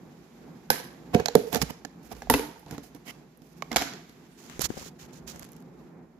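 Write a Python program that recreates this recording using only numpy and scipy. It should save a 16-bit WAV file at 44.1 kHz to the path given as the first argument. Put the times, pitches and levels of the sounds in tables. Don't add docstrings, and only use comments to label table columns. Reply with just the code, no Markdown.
import sys
import numpy as np
from scipy import signal
from scipy.fft import rfft, irfft, next_fast_len
from scipy.io import wavfile
from scipy.ndimage import uniform_filter1d, map_coordinates

SR = 44100
rng = np.random.default_rng(int(sys.argv[2]) if len(sys.argv) > 2 else 0)


def store_pcm(level_fs):
    pcm = np.round(np.clip(level_fs, -1, 1) * 32767).astype(np.int16)
    wavfile.write(sys.argv[1], SR, np.atleast_2d(pcm).T)


def gain_from_decibels(decibels):
    exponent = np.asarray(decibels, float) / 20
    return 10 ** exponent


N = 273324


def unit(x):
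    return x / np.sqrt(np.mean(x ** 2) + 1e-20)


def along(points, hz):
    f, v = np.transpose(points)
    return np.interp(np.log(hz + 1), np.log(f + 1), v)


def curves(rows):
    s, *cols = np.transpose(rows)
    return [np.interp(np.arange(N) / SR, s, c) for c in cols]


def wobble(rate):
    knots = rng.standard_normal(int(N * rate / SR) + 4)
    return map_coordinates(knots, [np.arange(N) * rate / SR])


def filtered(x, response):
    m = next_fast_len(N + SR // 2)
    return irfft(rfft(x, m) * response(np.fft.rfftfreq(m, 1 / SR)), m)[..., :N]


def noise(spectrum, alike):
    def response(hz):
        turn = np.arccos(np.clip(along(alike, hz), -1, 1)) / 2
        return gain_from_decibels(along(spectrum, hz)) * [np.cos(turn), np.sin(turn)]
    mid, side = filtered(rng.standard_normal((2, N)), response)
    return unit(np.array([mid + side, mid - side]))


def panned(pan_db, share):
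    return gain_from_decibels([[share * pan_db / 2], [-share * pan_db / 2]])


# (frequency [Hz], density [dB per Hz])
TREBLE = [(6900, -27.5), (8500, -3.5), (12000, 0.5), (15500, -8.5), (16500, -14)]
BOOM_WET_DB = -3


def blows(table, modes, colour, reach, boom_share, trim_db, t60, own_t60, crack_share):
    out, push, t = np.zeros((2, N + SR)), np.zeros((3, N + SR)), np.arange(SR // 6) / SR
    parts = [noise(c, [(1000, 0.49), (5000, 0.27)]) for c in (colour, TREBLE)]
    body, top = [np.pad(part, ((0, 0), (0, SR))) for part in parts]
    burst = gain_from_decibels(trim_db - 60 * (t / t60) ** 1.093) * (1 - np.exp(-t / 0.00064))
    for s, db, boom_db, hz, pan_db, top_db in table:
        k = round((s + .0007) * SR)
        span = slice(k, k + len(t))
        crack = (body[:, span] + gain_from_decibels(top_db) * top[:, span]) * burst
        ring = 0
        for f, level, decay in modes:
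            near = level + rng.normal(0, 0.37) - reach * abs(np.log2(f / hz))
            ring = ring + gain_from_decibels(near - 60 * t / decay) * np.sin(2 * np.pi * f * t)
        struck_panel = 2.7 * gain_from_decibels(-60 * t / own_t60) * np.sin(2 * np.pi * hz * t)
        ring = (ring + struck_panel) * (1 - np.exp(-t / 0.0036))
        ring = gain_from_decibels(db + boom_db) * ring / np.abs(ring).max()
        out[:, span] += gain_from_decibels(db) * crack * panned(pan_db, crack_share) + ring * panned(pan_db, boom_share)
        push[:2, k] += np.linalg.norm(burst) * gain_from_decibels([db, db + top_db])
        push[2, span] += ring
    tint = lambda hz: np.array([unit(gain_from_decibels(along(c, hz))) for c in (colour, TREBLE)])
    return out[:, :N], filtered(push[:2, :N], tint).sum(axis=0) + gain_from_decibels(BOOM_WET_DB) * push[2, :N]


def strokes(table, bright, low, edge, boom_share):
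    out, t = np.zeros((2, N)), np.arange(N) / SR
    for s, length, db, low_db, pan_db, swell_db in table:
        a, b = round((s - .02) * SR), round((s + length + 0.027) * SR)
        u = t[a:b] - s
        gate = gain_from_decibels(db + swell_db * (np.clip(u / length, 0, 1) - 1.0))
        gate = gate / (1 + np.exp(-u / edge)) / (1 + np.exp((u - length) / edge))
        gritty = bright[:, a:b] * panned(pan_db, 0.89)
        shaken = gain_from_decibels(low_db) * low[:, a:b] * panned(pan_db, boom_share)
        out[:, a:b] += gate * (gritty + shaken)
    return out


def puffs(table):
    t = np.arange(N) / SR
    return sum(gain_from_decibels(db) * np.cos(2 * np.pi * hz * (t - s)) * np.exp(-((t - s) / half) ** 2)
               for s, db, hz, half in table)


# (time [s], peak level [dB])
BUMPS = [
    (0.78, -64),
    (1.16, -53),
    (1.36, -62),
    (1.62, -34),
    (2.15, -44),
    (2.35, -27),
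    (2.75, -47),
    (3.78, -47),
    (4.63, -39.5),
    (5.23, -48),
]
REST_DB, RISE_DB_PER_S, FALL_DB_PER_S = -67, 199.5, 251


def jolts():
    t = np.arange(N) / SR
    swells = sum(gain_from_decibels(db - np.maximum(RISE_DB_PER_S * (s - t), FALL_DB_PER_S * (t - s))) for s, db in BUMPS)
    return gain_from_decibels(REST_DB) + swells


# (time [s], household hum [dB], rustle of clothes [dB])
AIR_LEVELS = [(0.0, -48, -62.5), (1.12, -46.5, -60), (1.9, -52.5, -65), (2.4, -50.5, -59.5),
              (3.4, -54, -67), (3.71, -49.5, -58), (4.81, -50, -63.5), (5.66, -49, -67.5), (5.76, -49, -69),
              (5.8, -47, -63), (5.98, -51, -72.5)]
# (frequency [Hz], density [dB per Hz])
HUM_COLOUR = [(53, -58), (90, -16), (105, -16.5), (164, 1), (199, -6.5), (242, -2.5), (290, -10.5),
              (347, -9), (580, -22.5), (822, -19.5), (958, -24), (2500, -36), (3250, -78), (5500, -120)]
# (frequency [Hz], coherence [0 to 1])
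HUM_ALIKE = [(60, 0.56), (180, 1), (550, 0.64), (1650, 0.33), (4970, 0.5), (15000, 0.01)]
# (frequency [Hz], density [dB per Hz])
RUSTLE_COLOUR = [(800, -10), (1800, -4.5), (3000, -7.5), (6000, -5), (7500, -4), (9000, -17)]
# (frequency [Hz], density [dB per Hz])
PORT_HISS = [(1500, -20), (4000, -3), (8500, 0), (12000, -3), (15500, -0.5)]
RUSTLE_TOP_DB, SELF_HISS_DB = -8, -80


def air():
    hum_db, rustle_db = curves(AIR_LEVELS)
    hum = gain_from_decibels(hum_db - 0.5 + 2.08 * wobble(10)) * noise(HUM_COLOUR, HUM_ALIKE) * gain_from_decibels([[-.8], [.8]])
    table_colour = [(20, -51.5), (40, -15.5), (56, 1.0), (75, -8.5), (95, -34.5), (130, -58.0)]
    shudder = jolts() * noise(table_colour, [(60, 0.89)]) * gain_from_decibels([[-2.5], [2.5]])
    hiss = gain_from_decibels(rustle_db + 1.5 + 1.1 * wobble(64)) * noise(RUSTLE_COLOUR, [(1000, 0.04)])
    hiss = hiss + gain_from_decibels(rustle_db + RUSTLE_TOP_DB) * noise(TREBLE, [(1000, .05)])
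    hiss = hiss + gain_from_decibels(SELF_HISS_DB) * noise(PORT_HISS, [(1000, .05)])
    return hum + shudder + hiss * gain_from_decibels([[-1.5], [1.5]])


# (frequency [Hz], decay t60 [s])
ROOM_T60 = [(150, 0.25), (500, 0.53), (2000, 0.55), (5000, 0.47), (9000, 0.41), (14000, 0.34)]
# (frequency [Hz], level [dB])
ROOM_TONE = [(100, -2.5), (400, -4.5), (1500, 0.5), (5000, 0.5), (12000, 0), (15000, -4)]
WALL_SCATTER_DB = 2.5


def room(x):
    out, step = np.zeros((2, N + 2 * SR)), SR // 3
    for k in range(0, N, step):
        if np.abs(x[k:k + step]).max() < 1e-5:
            continue
        hz, t, z = signal.stft(rng.standard_normal((3, SR * 3 // 4)), SR, nperseg=256)
        z = z[:2] + z[2] * 600 / (hz[:, None] + 150)
        scatter = unit(uniform_filter1d(rng.standard_normal(z.shape[1:]), size=24, axis=0))
        z = z * gain_from_decibels(WALL_SCATTER_DB * scatter)
        decay = gain_from_decibels(along(ROOM_TONE, hz)[:, None] - 60 * t / along(ROOM_T60, hz)[:, None])
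        tails = signal.istft(z * decay, SR, nperseg=256)[1]
        tails = tails * (1 - np.exp(-np.arange(tails.shape[1]) / SR / 0.00049))
        wet = signal.fftconvolve(x[None, k:k + step], tails / np.sqrt(SR / 40), axes=1)
        out[:, k:k + wet.shape[1]] += wet
    return out[:, :N]


# (time [s], left over right [dB])
PLACE = [(0.7, -2.5), (1.15, -8), (1.26, -16), (1.36, -9), (1.62, -16), (1.85, -16), (2.12, -12.5),
         (2.34, 6.5), (2.7, -4.5), (3.08, -9), (3.62, -15), (3.76, -3), (3.82, 1)]


def placed(rows):
    return [(*row[:4], np.interp(row[0], *np.transpose(PLACE)), row[4]) for row in rows]


# (time [s], length [s], level [dB], upper band over it [dB], swell [dB])
DRAG = [
    (3.066, 0.04, -42, 0.5, 13),
]


def drag():
    pair = rng.standard_normal((2, N))
    low, high = [unit(filtered(pair, lambda f: 1 / (1 + ((f - hz) / 170) ** 2))) for hz in (2100, 3030)]
    return strokes(placed(DRAG), low, high, edge=0.004, boom_share=0.64)


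# (time [s], fundamental [Hz], level [dB])
SQUEAK = [
    (4.26, 1320, -92),
    (4.3, 1390, -68),
    (4.33, 1370, -59),
    (4.4, 1280, -70),
    (4.44, 1270, -93),
]


def squeak():
    hz, db = curves(SQUEAK)
    turn, t = 2 * np.pi * np.cumsum(hz) / SR, np.arange(N) / SR
    sounding = (t > SQUEAK[0][0]) & (t < SQUEAK[-1][0])
    return gain_from_decibels(db) * sounding * (np.sin(6 * turn) + np.sin(7 * turn)) * gain_from_decibels([[-4], [4]])


# (time [s], tick peak [dB], thump over the tick [dB], thump [Hz], left over right [dB])
TAPS = [(4.497, -26, -18, 197, 11.5), (4.593, -18.5, -3, 363, -8), (4.6118, -36, -26, 237, -16),
        (4.6162, -16.5, -26, 320, -20), (4.6185, -18, -33, 236, -20), (4.7022, -42, 12.5, 323, 35.5),
        (4.74, -49.5, 12.5, 450, 10.5), (4.7692, -44.5, 12.5, 520, 17), (4.7744, -42.5, 14, 460, 13),
        (4.788, -51, 14.5, 599, 13), (4.813, -57, 16, 402, 11), (4.826, -50, 10, 920, 16),
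        (4.86, -53.5, 16, 400, 12), (5.186, -56, 14, 450, 10), (5.2094, -59, 14, 170, 10)]
TAP_TREBLE_DB, BRIGHTER_RIGHT = -6.5, 0.31
# (time [s], tick peak [dB], treble over the tick [dB])
LIFTS = [(5.345, -42, -5), (5.359, -30, -10), (5.377, -47, -8), (5.394, -28, 5.5), (5.424, -29, -9),
         (5.429, -27, -8), (5.443, -35, -4), (5.448, -30, -5), (5.462, -50, -8), (5.489, -41, -4),
         (5.518, -44, 12), (5.524, -46, -2), (5.531, -37, -3), (5.5641, -38, 0), (5.567, -45, -2),
         (5.599, -55, 3), (5.603, -46, 2), (5.615, -55, 4), (5.623, -46, 0), (5.89, -61, 0)]
LIFT_THUMP_DB, LIFT_HZ, LIFT_PAN_DB = -25, 200, -6.5
# (time [s], length [s], level [dB], rumble over it [dB], left over right [dB])
SLIDES = [(4.38, 0.22, -52.5, -14, -9), (4.49, 0.095, -58, -17, 14), (4.608, 0.026, -31, -10, -20),
          (4.643, 0.021, -33.5, -6, -35.5), (4.765, .065, -68, 15, 8), (4.691, 0.091, -47.5, -3, -4),
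          (4.776, 0.12, -45, -11, -10), (4.992, 0.075, -48.5, -10, -6), (5.083, 0.031, -58, -5, 3),
          (5.129, 0.071, -54, -8, -12), (5.275, 0.051, -44.5, -11, -15), (5.329, 0.14, -54, 0.5, -5),
          (5.46, 0.16, -61.5, -7, -2)]
SLIDE_SWELL_DB = -4.5
# (time [s], peak level [dB], frequency [Hz], half length [s])
PUSHES = [
    (4.602, -36, 110, .004),
    (4.6425, -30, 110, .004),
    (4.7125, -36, 200, .003),
    (4.6555, -33, 1200, .0006),
    (4.661, -35, 2200, .0004),
    (5.36, -58, 1650, .012),
]
# (frequency [Hz], density [dB per Hz])
TICK_COLOUR = [(500, -18), (1500, -2), (3000, -7.5), (5000, -1.5), (7200, 5.5), (8200, 1), (9000, -22)]
# (frequency [Hz], density [dB per Hz])
SKIN_COLOUR = [(300, -71), (1000, -6), (2500, -4), (5000, 5), (7000, 10), (10000, -1), (13000, -5),
               (16000, 0)]
# (frequency [Hz], gain [dB])
COVERED = [(2000, 12.5), (4500, 0), (6000, -23), (12000, -19)]


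def fingers():
    # (frequency [Hz], level [dB], decay t60 [s])
    case = [(65.0, -15.0, 0.035), (135.5, -8.5, 0.033), (250, 3.0, 0.016),
            (352.3, 12.5, 0.0066), (702, 2.0, 0.012), (1580, 4.5, 0.0067)]
    hiss = unit(gain_from_decibels(1.6 * wobble(300) + 1.45 * wobble(40)) * noise(SKIN_COLOUR, [(1000, 0.067)]))
    hiss = filtered(hiss, lambda hz: np.array([gain_from_decibels(along(COVERED, hz)), np.ones_like(hz)]))
    rumble_colour = [(30, -17.5), (60, 7), (300, -3.5), (900, -6.5), (2500, -19.0)]
    rumble = unit(gain_from_decibels(6.0 * wobble(50)) * noise(rumble_colour, [(200, 0.4), (900, 0.161)]))
    grips = [(*row, TAP_TREBLE_DB - BRIGHTER_RIGHT * row[-1]) for row in TAPS]
    lifts = [(s, db, LIFT_THUMP_DB, LIFT_HZ, LIFT_PAN_DB, top_db) for s, db, top_db in LIFTS]
    taps = blows(grips + lifts, case, TICK_COLOUR, reach=1.8, boom_share=0.88, trim_db=0.5,
                 t60=0.0064, own_t60=0.01, crack_share=0.92)[0]
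    swells = [(*row, SLIDE_SWELL_DB) for row in SLIDES]
    slides = strokes(swells, hiss, rumble, edge=0.0031, boom_share=0.068)
    return -taps - puffs(PUSHES) + slides


# (time [s], peak [dB], low tone [Hz], high tone [Hz], high over low [dB])
SNAPS = [(0.702, -4.5, 830, 5300, 3.5), (0.7013, -5, 1614, 4100, -8), (1.149, -14.5, 705, 4900, -23.5),
         (1.258, -16, 745, 4200, 8.5), (1.284, -15, 834, 4240, 5), (1.545, -23.5, 870, 5900, 1.5),
         (1.6158, -19, 780, 5180, 15), (1.848, -25, 750, 4500, -3.5), (2.219, -32.5, 790, 2000, 5),
         (2.271, -27.5, 720, 2005, -16), (2.298, -3.5, 880, 1900, -21), (2.338, -14, 918, 2546, -5),
         (3.622, -18, 1126, 2190, 0.5), (3.714, -28, 650, 2126, -5.5), (3.7597, -11.5, 733, 2343, 4)]


def rim():
    out, t = np.zeros(N + SR), np.arange(SR // 20) / SR
    for s, db, low_hz, high_hz, high_db in SNAPS:
        low = gain_from_decibels(-60 * t / .017) * np.sin(2 * np.pi * low_hz * t)
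        high = gain_from_decibels(high_db + 6 - 60 * t / .006) * np.sin(2 * np.pi * high_hz * t)
        out[round((s + .0007) * SR):][:len(t)] += gain_from_decibels(db - 2.0) * (low + high) * (1 - np.exp(-t / 0.001))
    return out[:N]


# (time [s], peak [dB], frequency [Hz], t60 [s])
RINGS = [(0.7023, -16, 1540, 0.046), (.702, -23.5, 3950, .025), (.702, -19.5, 6970, .012),
         (.705, -34, 505, 0.1), (1.144, -17.5, 713, 0.096), (1.163, -21.5, 462.7, 0.16),
         (1.197, -26, 743, 0.044), (1.196, -24, 1660, .02), (1.289, -33, 475, 0.14),
         (1.352, -10, 890, 0.024), (1.357, -17.5, 189, 0.099), (1.44, -33, 443, 0.2),
         (1.385, -28.5, 200, 0.038), (1.616, -24, 4350, 0.0087), (1.619, -27, 2860, .04),
         (1.705, -34.5, 2980, 0.02), (1.849, -29, 1740, .02), (2.299, -13, 897, .05),
         (2.298, -17.5, 1950, 0.033), (2.299, -12.5, 2980, 0.0084), (2.299, -15.5, 466, 0.036),
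         (2.3395, -11, 910, 0.01), (2.22, -32.5, 1690, 0.019), (2.666, -41, 870, 0.025),
         (2.71, -25, 7060, 0.0099), (2.781, -32, 517, 0.009), (2.306, -13, 254.4, 0.045),
         (2.339, -14.5, 2650, 0.016), (2.339, -19, 2056, 0.036), (2.339, -25.5, 3640, 0.016),
         (2.346, -17, 2620, 0.017), (2.346, -22, 2070, 0.025), (2.344, -21, 1016, 0.024),
         (2.343, -17, 296.4, 0.1), (2.376, -27, 970, 0.036), (2.394, -21.5, 2265, 0.0085),
         (2.388, -30, 454, .14), (3.623, -33, 2990, 0.018), (3.622, -30, 4560, .012),
         (3.622, -27.5, 600, 0.018), (3.715, -25, 2100, 0.027), (3.728, -28.5, 3380, .018),
         (3.728, -33.5, 2110, .025), (3.76, -18.5, 3530, 0.015), (3.766, -18.5, 2220, .035),
         (3.766, -17.5, 4200, 0.032), (3.768, -27.5, 450, 0.055), (3.82, -25, 3000, .02),
         (3.82, -25, 2370, .025), (3.815, -21.5, 707, 0.044)]
# (time [s], peak [dB], frequency
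# [Hz], t60 [s])
MORE_RINGS = [(.707, -26, 480, .06), (1.3518, -16, 280, .04), (1.3515, -16, 450, .015),
              (2.404, -32, 905, .06), (2.43, -36, 885, .06), (2.46, -38, 900, .05), (2.485, -40, 935, .1),
              (2.558, -43, 915, .05), (2.415, -34, 300, .3), (2.298, -24, 1400, .03),
              (2.628, -45, 870, .03), (2.727, -40, 800, .04), (2.731, -42, 1400, .02),
              (2.76, -43, 800, .05), (2.78, -40, 1350, .02), (2.781, -38, 850, .02), (2.838, -44, 720, .03),
              (2.71, -41, 820, .03)]
RING_RISE = 0.053


def rings():
    out, t = np.zeros(N + SR), np.arange(SR // 4) / SR
    for s, db, hz, t60 in RINGS + MORE_RINGS:
        rise = 1 - np.exp(-t / (RING_RISE * t60))
        out[round(s * SR):][:len(t)] -= gain_from_decibels(db - 60 * t / t60) * np.sin(2 * np.pi * hz * t) * rise
    return out[:N]


# (time [s], peak level [dB])
SPIKES = [
    (.7033, -12),
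    (1.2843, -22),
    (1.6165, -16),
    (2.2995, -14),
    (3.6225, -24),
    (3.7612, -8),
    (3.767, -12),
]
SPIKE_S = .00006


def spikes():
    t = np.arange(N) / SR
    return sum(gain_from_decibels(db) * (1 - 2 * ((t - s) / SPIKE_S) ** 2) * np.exp(-((t - s) / SPIKE_S) ** 2)
               for s, db in SPIKES)


# (time [s], peak [dB], boom over the crack [dB], boom [Hz], treble over the crack [dB])
CRACKS = [(0.7016, -6.5, -11, 507, 3), (1.3512, -10.5, 7, 454, 0), (1.5273, -22, -8, 219, 1.5),
          (1.5453, -14.5, -12, 550, -3.5), (1.6152, -14, -10.5, 149, -23), (1.705, -37, 4.5, 182, 1),
          (1.8488, -28, -8.5, 276, -8.5), (2.1148, -35, 0.5, 754, -9), (2.2986, -5.5, -4, 903, 4.5),
          (2.3099, -26.5, 9.5, 238, 19), (2.338, -9, -7, 454, 0.5), (2.3928, -23.5, -1, 407, 2.5),
          (2.5935, -52, -8, 353, 13), (2.7092, -28.5, -5.5, 230, -4), (2.9472, -38, 0.5, 276, -1),
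          (3.3715, -61, -3, 292, 18), (3.7597, -5.5, -13, 787, -3), (4.093, -40, -3, 187, -4)]
# (time [s], peak [dB], boom over the click [dB], boom [Hz])
CLICKS = [(1.257, -12, -15.5, 717), (1.2825, -17.5, -12, 491), (1.5563, -16.5, -3.5, 482),
          (1.575, -29.5, -10, 800), (1.6227, -18, -15, 476), (2.165, -42.5, -2, 400), (2.682, -44, -5, 494),
          (2.1488, -42, -4.5, 278), (2.2192, -30, -7.5, 800), (3.081, -33, -11, 253),
          (3.106, -34, -14, 253), (3.6213, -29, -10.5, 809), (3.715, -21, -10, 245),
          (3.7274, -22, -15, 255), (3.743, -30.5, -18.5, 676), (3.7656, -4, -17, 485),
          (3.781, -14, -22.5, 441), (3.82, -14.5, -14.5, 262), (3.934, -29, -13.5, 430)]
# (time [s], contact peak [dB], boom over it [dB], boom [Hz])
KNOCKS = [(1.1456, -15, 4, 430), (1.158, -35, 17.5, 470), (1.1979, -26.5, 5, 440), (1.387, -36.5, -14, 440),
          (1.565, -37, 14, 216), (1.6308, -44, 14, 215), (2.3456, -18, 1.5, 279), (2.6613, -41.5, 5, 167),
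          (2.7225, -41, 9.5, 157), (2.7335, -43.5, 0, 380), (2.765, -45, -1, 293), (2.779, -31, 1, 250),
          (3.418, -49, 3.5, 157), (3.8126, -21, -9.5, 722)]
CLICK_TREBLE_DB, KNOCK_TREBLE_DB = -11.5, -9
# (time [s], length [s], level [dB], boom over it [dB], swell start to end [dB])
SCRAPES = [(1.128, 0.021, -24, 10.5, 37), (1.16, 0.045, -44.5, 19.5, 43), (1.47, 0.061, -57.5, -4, -12),
           (1.528, 0.05, -34.5, 3, -3.5), (1.619, 0.012, -28, -14, -10), (1.675, 0.032, -38.5, 8, 30),
           (1.601, .012, -46, -16, 1), (2.025, 0.054, -52, -2, 9), (2.09, 0.02, -54, -2, 1),
           (2.114, .02, -44, 4.5, 1.5), (2.155, 0.058, -53, -2.5, -1), (2.225, 0.015, -55, 0, -7),
           (2.57, 0.015, -50, 2.5, 12), (2.675, 0.082, -48, 5, 10), (2.83, 0.06, -55, -15, -9),
           (2.945, 0.023, -47, 0.5, 22), (3.055, 0.054, -38.5, -6, 10), (3.42, 0.12, -63, -10, 0),
           (3.567, 0.024, -55, -15, 4), (3.715, 0.039, -54, 10, -10), (3.8, 0.024, -42.5, 6, 9)]
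# (time [s], peak [dB], frequency [Hz], half length [s])
PUFFS = [
    (1.1547, -8, 200, .0035),
    (1.633, -22.5, 165, 0.0075),
]
# (frequency [Hz], level [dB], decay t60 [s])
BOX_MODES = [(164.5, 5.5, 0.041), (234.8, 9, 0.046), (273.6, -8, 0.13), (437.6, 0.5, 0.07),
             (469, -4.5, 0.07), (579, -11, 0.11), (705, 3.5, 0.034), (870, -3, 0.04), (960, -31, .03),
             (1540, -12.5, 0.0067), (2170, -17, 0.016)]
# (frequency [Hz], density [dB per Hz])
RIM_COLOUR = [(300, -37.5), (700, -0.5), (1600, 4.5), (2900, 0.5), (3900, 5), (5000, 6.5), (7500, 7.5),
              (8700, -21)]
# (frequency [Hz], density [dB per Hz])
GRIT_COLOUR = [(300, -29.5), (700, -7.5), (1500, -19.5), (2500, -6), (3400, -13), (5000, -3), (7500, -2.5),
               (12000, -7), (16000, -5.5)]
TONES_WET, TONES_FOLLOW = .38, .2
DRIER_NEAR = 0.44


def lid():
    def walls(f):
        return sum(gain_from_decibels(db) * 1j * f * 4 / d / (c * c - f * f + 1j * f * 4 / d) for c, db, d in BOX_MODES)
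    shake = unit(filtered(noise([(100, 0)], [(300, 0.52), (1500, 0.23)]), walls))
    grit = noise(GRIT_COLOUR, [(1000, 0.44), (4000, 0.11)])
    grit = unit(gain_from_decibels(0.47 * wobble(400) + 2.1 * wobble(120)) * grit)
    scrapes = strokes(placed(SCRAPES), grit, shake, edge=0.0024, boom_share=0.51)
    clicks = [(*row, CLICK_TREBLE_DB) for row in CLICKS]
    knocks = [(*row, KNOCK_TREBLE_DB) for row in KNOCKS]
    cracks, push = blows(placed(CRACKS + clicks + knocks), BOX_MODES, RIM_COLOUR, reach=3.5, boom_share=0.72,
                         trim_db=-1, t60=0.015, own_t60=0.037, crack_share=0.83)
    tones = rim() + puffs(PUFFS) + rings() + spikes()
    place_db = curves(PLACE)[0]
    tone_gain = gain_from_decibels(np.array([[.5], [-.5]]) * (TONES_FOLLOW * place_db - 6.8))
    sent = (push + TONES_WET * tones + scrapes.mean(axis=0)) * gain_from_decibels(-DRIER_NEAR * np.abs(place_db))
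    wet = gain_from_decibels(-5.5) * room(sent) * gain_from_decibels([[-1.5], [1.5]])
    return cracks + scrapes + tones * tone_gain + wet


# (time [s], lag [s])
LEFT_LAG = [(.7, 0.00027), (1.2, 0.0002), (1.42, .00022), (1.52, 0.00017), (1.9, 0.00011), (2.2, 0.00005),
            (4.4, 0.000044), (4.55, 0.00036)]


def scene():
    near = lid() + fingers() + squeak()
    heard = np.clip(np.arange(N) - SR * curves(LEFT_LAG)[0], 0, N - 1)
    left = map_coordinates(near[0], [heard])
    return np.array([left, near[1]]) + air() + drag()


def low_pass(x):
    return signal.sosfilt(signal.butter(12, 16730, fs=SR, output="sos"), x)


# (frequency [Hz], gain [dB])
LEFT_PORT = [(200, -1), (500, 0), (3000, -1), (6000, -10.5), (8500, -12.5), (11000, -11.5), (14000, -25),
             (16000, -14.5)]
# (frequency [Hz], gain [dB])
RIGHT_PORT = [(200, -1.5), (500, 3), (3000, -2), (6500, -5.5), (7500, -8.5), (8100, -12), (8800, -11.5),
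              (10500, -5), (12500, -2), (14500, -7), (16000, -12.5)]


def record(dry):
    def port_response(hz):
        return hz ** 2 / (hz ** 2 + 30 ** 2) * gain_from_decibels([along(LEFT_PORT, hz), along(RIGHT_PORT, hz)])
    ports = np.clip(filtered(dry, port_response), -.9, .9)
    mix = filtered(ports, lambda hz: gain_from_decibels(np.interp(hz, [15450, 15800, 16400, 16700], [0, -18, -20, -90])))
    return low_pass(mix)


dry = scene()
out = record(dry)
store_pcm(out)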